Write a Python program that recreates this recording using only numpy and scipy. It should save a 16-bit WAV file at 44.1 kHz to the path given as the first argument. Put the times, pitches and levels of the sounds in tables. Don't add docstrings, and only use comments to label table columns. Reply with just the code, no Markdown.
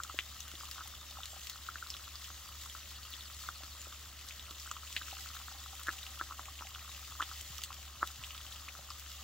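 import sys
import numpy as np
from scipy import signal
from scipy.io import wavfile
from scipy.ndimage import uniform_filter1d

SR = 44100
rng = np.random.default_rng(int(sys.argv[2]) if len(sys.argv) > 2 else 0)


def rack_gain(trim_db):
    fader = np.asarray(trim_db, float)
    return 10 ** (fader / 20)


def store_pcm(level_fs):
    pcm = np.round(np.clip(level_fs, -1, 1) * 32767).astype(np.int16)
    wavfile.write(sys.argv[1], SR, np.atleast_2d(pcm).T)


N = 407043


def evened(x):
    return x / np.sqrt(np.mean(x ** 2) + 1e-20)


def read(points, hz):
    f, value = np.transpose(points)
    return np.interp(np.log(hz + 1), np.log(f + 1), value)


def curve(rows):
    time_s, level_db = np.transpose(rows)
    return np.interp(np.arange(N) / SR, time_s, level_db)


def add(mix, start_s, sound):
    part = mix[..., round(start_s * SR):][..., :sound.shape[-1]]
    part += sound[..., :part.shape[-1]]


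def coloured(x, points):
    level_db = np.maximum(read(points, abs(np.fft.fftfreq(2048, 1 / SR))), -80)
    log_gain = np.log(rack_gain(level_db))
    taps = np.fft.ifft(np.exp(np.conj(signal.hilbert(log_gain)))).real[:1024]
    taps = taps.reshape((1,) * (x.ndim - 1) + (-1,))
    return signal.oaconvolve(x, taps, axes=-1)[..., :x.shape[-1]]


# pitch_hz, likeness [0..1]
LIKENESS = [(60, 0.79), (130, 0.95), (290, 0.79), (640, 0.67), (1410, 1), (3100, 0.68), (6820, 0.17),
            (15000, 0.2)]


def noise(points, patchy_db, flicker_db, size=512):
    hop, hz = size // 4, np.fft.rfftfreq(size, 1 / SR)
    a, b, c, d, patches = rng.standard_normal((N // hop + 5, len(hz), 5)).T
    flicker = evened(uniform_filter1d(patches[0], size=4))
    patches = uniform_filter1d(patches, size=7, axis=0)
    patches = evened(uniform_filter1d(patches, size=9, axis=1))
    same = np.clip(read(LIKENESS, hz), -1, 1)[:, None]
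    left = a + 1j * b
    right = same * left + np.sqrt(1 - same ** 2) * (c + 1j * d)
    level_db = read(points, hz)[:, None] + patchy_db * patches + flicker_db * flicker
    spectra = np.array([left, right]) * rack_gain(level_db)
    return evened(signal.istft(spectra, nperseg=size, noverlap=size - hop)[1][:, :N])


def bubble(hz, cycles, glide=0.0079):
    turns = np.arange(1200) * hz / SR
    age = turns / max(cycles, .3)
    ring = np.sin(2 * np.pi * turns * (1 + glide * np.minimum(turns, 6)))
    return ring * (age * np.exp(1 - age)) ** 3.56


def grains(low_hz, high_hz, cycles, per_s, spread_db, count=24):
    size = rack_gain(spread_db * np.minimum(rng.exponential(1, N), 3.5)) * (rng.random(N) < per_s / SR)
    kind, at = rng.integers(0, count, N), np.flatnonzero(size)
    shapes = np.array([bubble(hz, cycles)[:500] for hz in np.geomspace(low_hz, high_hz, count)])
    places = at[:, None] + np.arange(shapes.shape[1])
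    sounds = size[at, None] * shapes[kind[at]]
    return np.bincount(places.ravel(), sounds.ravel(), 2 * N)[:N]


def nearby(x, wet_db, t60_s, likeness):
    t, dry_pair = np.arange(2600) / SR, x * np.ones((2, 1))
    out = dry_pair
    spot = np.arange(N) // 1500 % 3
    decay = rack_gain(-60 * t / t60_s) * (t > .002)
    for k in range(3):
        both, *own = rng.standard_normal((3, len(t))) * (rng.random((3, len(t))) < .15)
        taps = (likeness * both + np.sqrt(1 - likeness ** 2) * np.array(own)) * decay
        taps *= rack_gain(wet_db) / np.linalg.norm(taps[0])
        out = out + signal.oaconvolve(dry_pair * (spot == k), taps, axes=1)[:, :N]
    return out


HOLLOW_HZ, HOLLOW_WIDTH_HZ = 1260, 220


def hollow(x, db):
    b, a = signal.iirpeak(HOLLOW_HZ, HOLLOW_HZ / HOLLOW_WIDTH_HZ, SR)
    return x + rack_gain(db) * signal.lfilter(b, a, x)


# time_s, sizzle_db
HEAT = [(0.0, -53.5), (0.77, -51.5), (0.95, -53), (1.59, -52), (3.78, -52), (4.04, -54), (5.22, -50.5),
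        (6.01, -51.5), (6.42, -53), (7.32, -51), (7.56, -51.5), (7.84, -53.5), (8.07, -53.5), (8.38, -51.5),
        (8.71, -53.5), (9.23, -51.5)]
# pitch_hz, level_db (per Hz)
FIZZ = [(1120, -31.5), (1900, -1.5), (2290, -6.5), (2960, -1.5), (3500, 0), (4440, -2), (6100, -2),
        (7210, 0), (8610, -11.5), (11500, -10), (15000, -4.5), (15700, -1.5)]
SPRAY_SHARE = 0.1


def fizz():
    swell = uniform_filter1d(rng.standard_normal(N), size=3500)
    swell = evened(uniform_filter1d(swell, size=2500))
    rate_per_s = 240 * rack_gain(4.6 * swell)
    ticks = rack_gain(4.6 * np.minimum(rng.exponential(1, (N, 3)), 3))
    ticks *= rng.random((N, 3)) < rate_per_s[:, None] / SR
    both, *own = (ticks * rng.choice([-1., 1.], (N, 3))).T
    ticks = nearby(both + 0.4 * np.array(own), -2.5, 0.011, 0.096)
    ticks = evened(coloured(ticks, FIZZ))
    beads = evened(nearby(grains(2590, 9500, 2.3, 450, 4.0, count=14), -9.5, 0.0074, 0.83))
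    squeaks = evened(nearby(grains(2690, 4680, 10, 120, 3.6, count=12), -7, 0.12, 0.46))
    beads = beads + rack_gain(-3.0) * squeaks
    body = noise(FIZZ, patchy_db=2.0, flicker_db=-0.1) + rack_gain(-5.5) * ticks + rack_gain(-10) * beads
    top = signal.sosfilt(signal.butter(4, 8300, "high", fs=SR, output="sos"), body)
    heat_db = curve(HEAT)
    spray_gain = rack_gain(SPRAY_SHARE * (heat_db - heat_db.mean()))
    return rack_gain(heat_db + 2.0 + 0.44 * swell) * (body + top * (spray_gain - 1))


# time_s, level_db
GURGLE = [(0, -72), (1.0, -81), (1.5, -80), (5.0, -80), (5.3, -74), (5.8, -70), (6.1, -69), (6.7, -70),
          (7.0, -71), (9.23, -74)]
BOIL_DB, BOIL_SHARE = -62.5, 0.25


def bubbling():
    small = grains(1000, 1700, 1.8, 300, 3.5, count=10)
    low = hollow(small, 0.38) + rack_gain(-17) * grains(514, 910, 1.7, 60, 3.7, count=4)
    boil = evened(nearby(low, -6, 0.15, 0.88))
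    b, a = signal.iirpeak(770, 14, SR)
    gurgle = evened(signal.lfilter(b, a, grains(730, 820, 2, 40, 3.3, count=3)))
    heat_db = curve(HEAT)
    boil_db = BOIL_DB + BOIL_SHARE * (heat_db - heat_db.mean())
    return rack_gain(boil_db) * boil + rack_gain(curve(GURGLE) - 2.0) * gurgle


# time_s, level_db
HUM = [(0.0, -58), (0.62, -58), (4.78, -56.5), (7.27, -56), (7.43, -54.5), (8.82, -58), (9.23, -55.5)]
# pitch_hz, level_db (per Hz)
WOOD = [(25, -49), (50, 6), (80, 4.5), (130, -6.5), (300, -11.5), (350, -13), (460, -17.5), (570, -10.5),
        (700, -12), (775, -17), (870, -14.5), (1200, -12), (2200, -24), (3000, -38)]
HUM_HZ, WOOD_DB = 71.4, -61.5


def distance():
    drift = evened(uniform_filter1d(rng.standard_normal(N), size=9000))
    note = np.sqrt(2) * np.sin(2 * np.pi * np.cumsum(HUM_HZ + 0.42 * drift) / SR)
    note *= 1 - 0.96 * np.exp(-((np.arange(N) / SR - 2.462) / 0.027) ** 2)
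    wash = noise(WOOD, patchy_db=.8, flicker_db=.8, size=2048)
    return rack_gain(curve(HUM) + 1.1) * note + rack_gain(WOOD_DB) * wash


# peak_s, peak_db, pitch_hz, cycles
PLOPS = [(0.0027, -30.5, 1300, 2.2), (0.0982, -34.5, 1180, 2.1), (0.1894, -26, 1770, 0.99),
         (0.7828, -36.5, 1260, 1.2), (0.8141, -39, 1350, 1.45), (1.689, -30.5, 1305, 2.7),
         (1.7578, -31.5, 1490, 1.95), (1.8272, -34, 1350, 3.6), (2.3034, -38.5, 1240, 0.99),
         (3.4891, -28, 1320, 1.77), (3.6351, -36, 1180, 0.3), (4.7145, -31.5, 1230, 2),
         (4.767, -37.5, 1160, 1.9), (4.966, -27.5, 1920, 2.04), (5.4836, -36, 1300, 1.3),
         (5.8788, -35, 1480, 2.5), (5.8848, -22, 1520, 1.77), (5.8911, -22, 1490, 1.65),
         (6.1990, -41, 1260, 5.0), (6.2128, -23, 1360, 1.5), (6.3102, -34.5, 1130, 2.2),
         (6.3945, -31.5, 1110, 1.14), (6.4856, -41.5, 1100, 3.1), (6.6098, -34.5, 1090, 0.62),
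         (7.2005, -30, 1080, 2.5), (7.2069, -22.5, 1290, 2.05), (7.2204, -32.5, 1730, 4.0),
         (7.2243, -26, 1260, 1.07), (8.0297, -16.5, 1260, 1.21), (8.9066, -38.5, 1140, 2.2)]
# peak_s, peak_db, pitch_hz
POPS = [(0.6094, -41.5, 1260), (0.635, -39.5, 1060), (0.792, -40, 1230), (0.8082, -36, 1300),
        (0.82, -42, 1230), (1.1717, -40.5, 1130), (1.205, -41, 1220), (1.559, -41.5, 1270),
        (1.9492, -41, 1240), (2.6606, -41, 1200), (2.751, -37.5, 1250), (4.676, -39.5, 1400),
        (5.015, -38, 1380), (5.0182, -36, 1480), (5.0828, -40.5, 1350), (5.1885, -41, 1430),
        (5.2605, -40, 1350), (5.303, -42, 1250), (5.3674, -39.5, 1390), (5.87, -34, 1540),
        (5.934, -43.5, 1370), (6.323, -37.5, 1210), (6.7594, -39.5, 1340), (7.1224, -42, 1140),
        (7.315, -37, 1260), (7.591, -44.5, 1170), (7.706, -37, 1040), (8.036, -53, 1430),
        (8.6818, -42.5, 1150), (8.752, -41.5, 1280)]
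# start_s, peak_db
BLIPS = [(0.0475, -37), (0.938, -40), (1.039, -51), (1.2416, -48), (1.864, -39), (1.9945, -42),
         (2.0168, -44), (2.0778, -38), (2.226, -45), (2.282, -45), (2.489, -42), (3.2999, -41),
         (3.4367, -40), (3.924, -39), (4.6603, -38), (4.8323, -38.5), (5.1676, -39), (5.3503, -39),
         (5.4134, -39), (5.5135, -41), (5.66, -36), (5.794, -40), (5.813, -40), (5.902, -40), (6.6217, -34),
         (6.878, -40), (7.7184, -38), (8.103, -41), (8.3493, -40), (8.4033, -40.5)]
# start_s, peak_db, pitch_hz
SMALL_POPS = [(0.3636, -45, 1300), (0.4504, -53, 1180), (0.516, -43, 1380), (0.6878, -43, 1220),
              (0.7164, -44, 1640), (0.7573, -37, 1230), (1.496, -48, 1290), (1.545, -51, 1260),
              (2.146, -46, 1170), (2.781, -45, 1230), (2.9831, -47, 1280), (3.0814, -46, 1390),
              (3.4136, -47, 1240), (3.8581, -47, 1240), (4.058, -46, 1270), (4.4817, -45, 1250),
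              (4.5094, -41, 1260), (5.4, -43, 1200), (5.6154, -45, 1230), (5.7305, -45, 1160),
              (5.864, -25, 1350), (6.0387, -43, 1410), (6.146, -47, 1260), (6.1733, -44, 1270),
              (6.3, -35, 1150), (6.669, -37, 1720), (6.7168, -47, 1110), (6.7456, -43, 1230),
              (6.783, -44, 1280), (6.8044, -46, 1100), (6.8458, -42, 1200), (6.8922, -43, 1050),
              (7.0274, -44, 1220), (7.152, -43, 1180), (7.621, -45, 1230), (7.8466, -56, 1210),
              (7.971, -48, 1240), (8.2267, -45, 1040), (8.2736, -44, 1220), (8.4508, -44, 1160),
              (8.666, -57, 1210), (8.8218, -48, 1240), (8.888, -37, 1140), (9.063, -48, 1140)]
POP_CYCLES = 1.76
BLIP_DB, BLIP_SPREAD = -4.5, .04
SMALL_DB, SMALL_TOP_DB = -3.5, -46.5


def plops():
    rings, pushes = np.zeros((2, N))
    rows = PLOPS + [(*row, POP_CYCLES) for row in POPS]
    for (peak_s, db, hz, cycles), leads in zip(rows, rng.random((len(rows), 3))):
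        add(rings, max(peak_s - cycles / hz, 0), rack_gain(db - 0.4) * bubble(hz, cycles))
        add(pushes, peak_s, rack_gain(db - 22.5) * bubble(330, 0.42))
        for early in leads:
            lead_s = max(peak_s - .003 - 0.015 * early, 0)
            add(rings, lead_s, rack_gain(db - 19.5 - 10 * early) * bubble(hz, 2.9))
    for (start_s, db), chance in zip(BLIPS, rng.standard_normal(len(BLIPS))):
        hz = HOLLOW_HZ * (1 + BLIP_SPREAD * chance)
        add(rings, start_s, rack_gain(db + BLIP_DB) * bubble(hz, POP_CYCLES))
    for start_s, db, hz in SMALL_POPS:
        add(rings, start_s, rack_gain(min(db + SMALL_DB, SMALL_TOP_DB)) * bubble(hz, POP_CYCLES))
    return nearby(hollow(rings, -5.5) + pushes + knocks(), -8.5, 0.054, 0.94)


# start_s, peak_db
PUFFS = [(0.0343, -43), (0.1905, -43), (0.404, -42), (0.4429, -48), (0.4823, -42), (0.7133, -41),
         (0.8789, -38), (1.2426, -49), (1.256, -41), (1.3224, -49), (1.4641, -42), (1.4965, -37),
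         (2.2453, -48), (2.395, -44), (2.4902, -46), (2.8739, -45), (3.1038, -39), (3.3912, -46),
         (3.8811, -42), (4.1325, -47), (4.2667, -43), (4.2857, -46), (4.5096, -45), (4.9641, -39),
         (5.3542, -43), (5.7803, -45), (5.7967, -41), (5.8321, -43), (5.8686, -41), (6.1863, -44),
         (6.3465, -48), (6.6907, -42), (6.8289, -51), (6.8828, -48), (7.4106, -40), (7.636, -41),
         (7.7428, -45), (8.0731, -37), (8.2626, -47), (8.996, -40)]
PUFF_DB, PUFF_S, PUFF_LOW_HZ = 1, 0.0023, 10000


def puffs():
    out, t = np.zeros((2, N)), np.arange(500) / SR
    high = signal.butter(4, PUFF_LOW_HZ, "high", fs=SR, output="sos")
    bursts = signal.sosfilt(high, rng.standard_normal((len(PUFFS), 2, len(t)))) * np.exp(-t / PUFF_S)
    for (start_s, db), burst in zip(PUFFS, bursts):
        add(out, start_s, rack_gain(db + PUFF_DB) * burst)
    return out


# peak_s, peak_db, pitch_hz, crack_db (over the peak)
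SPITS = [(0.0354, -34, 6570, -11), (0.1896, -20, 2790, -27), (0.199, -46, 3440, -8),
         (0.4054, -36, 5700, -12), (0.7135, -42.5, 4830, -4), (0.8754, -41.5, 7600, -10),
         (1.2572, -39.5, 4030, -8.5), (1.471, -42, 6660, -5), (1.498, -39.5, 7450, -6),
         (1.9034, -29, 5000, -17), (1.9678, -39.5, 3500, -11), (3.6353, -37, 2940, -16),
         (3.8168, -44, 4300, -7), (4.2875, -37.5, 3940, -13), (4.714, -28.5, 6300, -20),
         (4.9274, -42.5, 3870, -7), (4.965, -21, 2800, -29), (4.9695, -32, 2530, -21),
         (4.975, -33, 3100, -28), (5.8343, -39.5, 7900, -11), (6.6707, -37.5, 2760, -15.5),
         (7.2193, -34.5, 3230, -13), (7.4113, -42, 7610, -10), (7.5826, -38, 3050, -9),
         (7.6372, -33, 3100, -5), (7.6473, -37, 7500, -14), (7.7427, -44.5, 3240, -8),
         (8.0744, -41.5, 3600, -6), (8.3473, -36.5, 3320, -24), (8.904, -39, 4640, -9.5)]
# peak_s, peak_db, pitch_hz
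SOFT_SPITS = [(0.5542, -36.5, 3400), (1.2336, -32, 3300), (4.9676, -29.5, 3920), (4.9715, -38, 3030),
              (1.9413, -34, 3380), (2.156, -35, 4540), (3.032, -40, 4090), (3.1383, -33, 3220),
              (3.132, -40, 3370), (3.126, -39, 3900), (3.2087, -37.5, 3450), (4.309, -37, 2410),
              (4.396, -35.5, 3300), (4.599, -39, 4860), (5.0216, -37, 3570), (5.113, -38, 2770),
              (5.12, -39, 3740), (5.1695, -40, 2800), (6.031, -38, 3500), (6.0661, -36, 2800),
              (6.1924, -35.5, 3150), (6.5915, -36.5, 2720), (6.7494, -34.5, 3050), (7.2258, -30, 3100),
              (7.3358, -41, 4600), (8.238, -34, 2720), (8.2448, -36, 3340), (8.3078, -36, 2750),
              (8.4136, -40.5, 3000), (8.5238, -36, 3440), (8.5603, -38.5, 2980), (8.6864, -34.5, 2280)]
# peak_s, peak_db
TICKS = [(0.481, -37), (0.5163, -34), (0.604, -32.5), (0.6546, -31), (0.836, -35), (1.0849, -54),
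         (1.11, -36), (2.0807, -38.5), (2.2435, -36), (2.3795, -37.5), (4.977, -33), (5.524, -33),
         (5.604, -37), (5.871, -30.5), (5.989, -32.5), (7.2903, -89), (7.3776, -35), (7.6188, -33),
         (8.16, -37), (8.1823, -48)]
# peak_s, peak_db, pitch_hz
FAINT_SPITS = [(0.0937, -38, 3060), (0.428, -35, 7060), (1.8703, -29, 3950), (2.6976, -30.5, 3560),
               (3.557, -32, 4250), (3.8454, -34, 7100), (3.9258, -33, 3300), (4.0542, -40, 4040),
               (4.1904, -33, 2940), (4.2114, -31, 2940), (4.4543, -38, 7040), (4.4942, -41, 3560),
               (4.5088, -28, 3750), (4.6683, -32, 7150), (4.9794, -35, 3500), (5.2883, -30, 4270),
               (5.3338, -33, 3360), (5.3896, -32, 3520), (5.7952, -35, 3590), (6.105, -41, 6990),
               (6.4556, -31.5, 2730), (6.5296, -40, 3080), (6.9159, -31, 2740), (6.9626, -32, 2840),
               (7.565, -39, 3010), (7.6091, -33, 3100), (7.728, -30, 3050), (7.8283, -31.5, 2840),
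               (7.8825, -38, 3070), (8.3779, -30.5, 3270), (8.465, -33, 3430), (8.5969, -34, 4360),
               (8.6532, -45, 2830), (8.996, -33, 3120)]
# pitch_hz, level_db
DULLING = [(1500, -6), (3000, 0), (8000, -0.5), (11000, -3.5), (15500, -4)]
SPIT_RISE_S, SOFT_RISE_S = 0.00047, 0.00069
SOFT_CRACK_DB = -25.5
TICK_HZ, TICK_DB, TICK_CRACK_DB = 3300, -9, -9.5
FAINT_DB, FAINT_CRACK_DB = -9, -15


def spits():
    out, t = np.zeros((2, N)), np.arange(400) / SR
    rows = [(*row, SPIT_RISE_S) for row in SPITS]
    rows += [(*row, SOFT_CRACK_DB, SOFT_RISE_S) for row in SOFT_SPITS]
    rows += [(s, db + TICK_DB, TICK_HZ, TICK_CRACK_DB, SPIT_RISE_S) for s, db in TICKS]
    rows += [(s + .001, db + FAINT_DB, hz, FAINT_CRACK_DB, SPIT_RISE_S) for s, db, hz in FAINT_SPITS]
    pans = rng.standard_normal(len(rows))
    hard_front = 3.5 * (t == 0)
    bursts = (rng.standard_normal((len(rows), len(t))) + hard_front) * np.exp(-t / .0011)
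    cracks = coloured(coloured(bursts, FIZZ), DULLING)
    for (peak_s, db, hz, crack_db, rise_s), pan, crack in zip(rows, pans, cracks):
        sides = rack_gain(db + 2.23 + 0.92 * pan * np.array([[1], [-1]]))
        add(out, peak_s - rise_s, sides * bubble(hz, rise_s * hz))
        add(out, peak_s - .0004, sides * rack_gain(crack_db + 18.5) * crack / abs(crack).max())
    return nearby(out, -5, 0.06, 0.68)


# start_s, peak_db, pitch_hz
KNOCKS = [(0.141, -40, 445), (0.183, -63, 820), (0.536, -43.5, 292), (0.853, -49, 820), (1.107, -52, 710),
          (1.183, -43, 766), (1.329, -48, 644), (1.362, -48, 716), (3.484, -52, 754), (3.603, -50, 675),
          (3.867, -46.5, 527), (4.507, -45.5, 314), (5.123, -52, 235), (5.125, -41, 740), (5.396, -55, 766),
          (5.515, -49, 784), (5.544, -51, 750), (5.727, -51, 790), (5.883, -42, 377), (6.208, -48, 372),
          (6.389, -64, 895), (6.477, -48, 805), (6.616, -45, 874), (6.648, -47, 734), (7.199, -55, 890),
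          (7.783, -55, 696), (8.024, -34, 696), (8.788, -46.5, 660)]
# start_s, peak_db, pitch_hz
THUMPS = [
    (7.5, -44.5, 116),
    (8.19, -45.5, 103),
    (8.79, -52, 130),
]


def knocks():
    out = np.zeros(N)
    for start_s, db, hz in KNOCKS:
        add(out, start_s + 0.002, rack_gain(db) * bubble(hz, (hz / 510) ** 2))
    for start_s, db, hz in THUMPS:
        add(out, start_s, rack_gain(db) * bubble(hz, 0.65))
    return out


def whistle(length_s, from_hz, to_hz, db):
    u = np.linspace(0, 1, round(length_s * SR))
    waver, flutter = (evened(uniform_filter1d(v, size=300)) for v in rng.standard_normal((2, len(u))))
    hz = to_hz + (from_hz - to_hz) * (1 - u) ** 1.6 + 25 * waver
    tone = np.sqrt(2) * np.sin(2 * np.pi * np.cumsum(hz) / SR)
    return rack_gain(db + 2 * flutter) * tone * np.sin(np.pi * u)


# start_s, length_s, from_hz, to_hz, level_db
WHISTLES = [(.57, .09, 4900, 4800, -59), (1.285, .08, 7480, 7400, -55.5), (1.49, .07, 4500, 4330, -57.5),
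            (1.88, .12, 4050, 4050, -63), (2.27, .09, 5850, 6250, -61), (2.28, .13, 6650, 6600, -61),
            (2.43, .08, 4900, 4600, -61), (2.75, .11, 6000, 5850, -62.5), (3.778, .03, 7800, 7000, -54),
            (3.795, .026, 6900, 7100, -53), (1.4, .035, 5700, 6500, -60), (1.51, .05, 4000, 4150, -59)]
# start_s, spacing_s, notes, length_s, from_hz, to_hz, level_db
TRILLS = [
    (2.878, .0746, 12, .032, 4950, 4120, -57.5),
    (.735, .085, 6, .05, 3720, 3580, -58),
    (3.832, .019, 8, .018, 7120, 7230, -60.5),
]


def birds():
    out = np.zeros(N)
    for start_s, *note in WHISTLES:
        add(out, start_s, whistle(*note))
    for start_s, spacing_s, notes, *note in TRILLS:
        for k in range(notes):
            add(out, start_s + k * spacing_s, whistle(*note))
    return nearby(out, -9, .15, .3)


# pitch_hz, level_db
BOUNCE = [(220, 0), (335, 3), (460, -6), (570, 2), (640, 1), (700, -5), (775, 3), (870, -3), (1000, 0)]


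def scene():
    bounced = fizz() + bubbling() + plops() + spits() + birds()
    return coloured(bounced, BOUNCE) + distance() + puffs()


def top_cut(x):
    return signal.sosfilt(signal.butter(12, 15800, fs=SR, output="sos"), x)


# pitch_hz, level_db
LEFT = [(60, 0.5), (240, -1), (950, 1), (3770, 1.5), (15000, 2)]
EDGE_HZ = 15840


def record(dry):
    left = coloured(dry[0], [(hz, db / 2) for hz, db in LEFT])
    right = coloured(np.roll(dry[1], 1), [(hz, -db / 2) for hz, db in LEFT])
    edge = signal.firwin(1023, EDGE_HZ, window=("kaiser", 9), fs=SR)[None]
    mix = signal.oaconvolve(np.array([left, right]), edge, "same")
    return top_cut(mix)


dry = scene()
out = record(dry)
store_pcm(out)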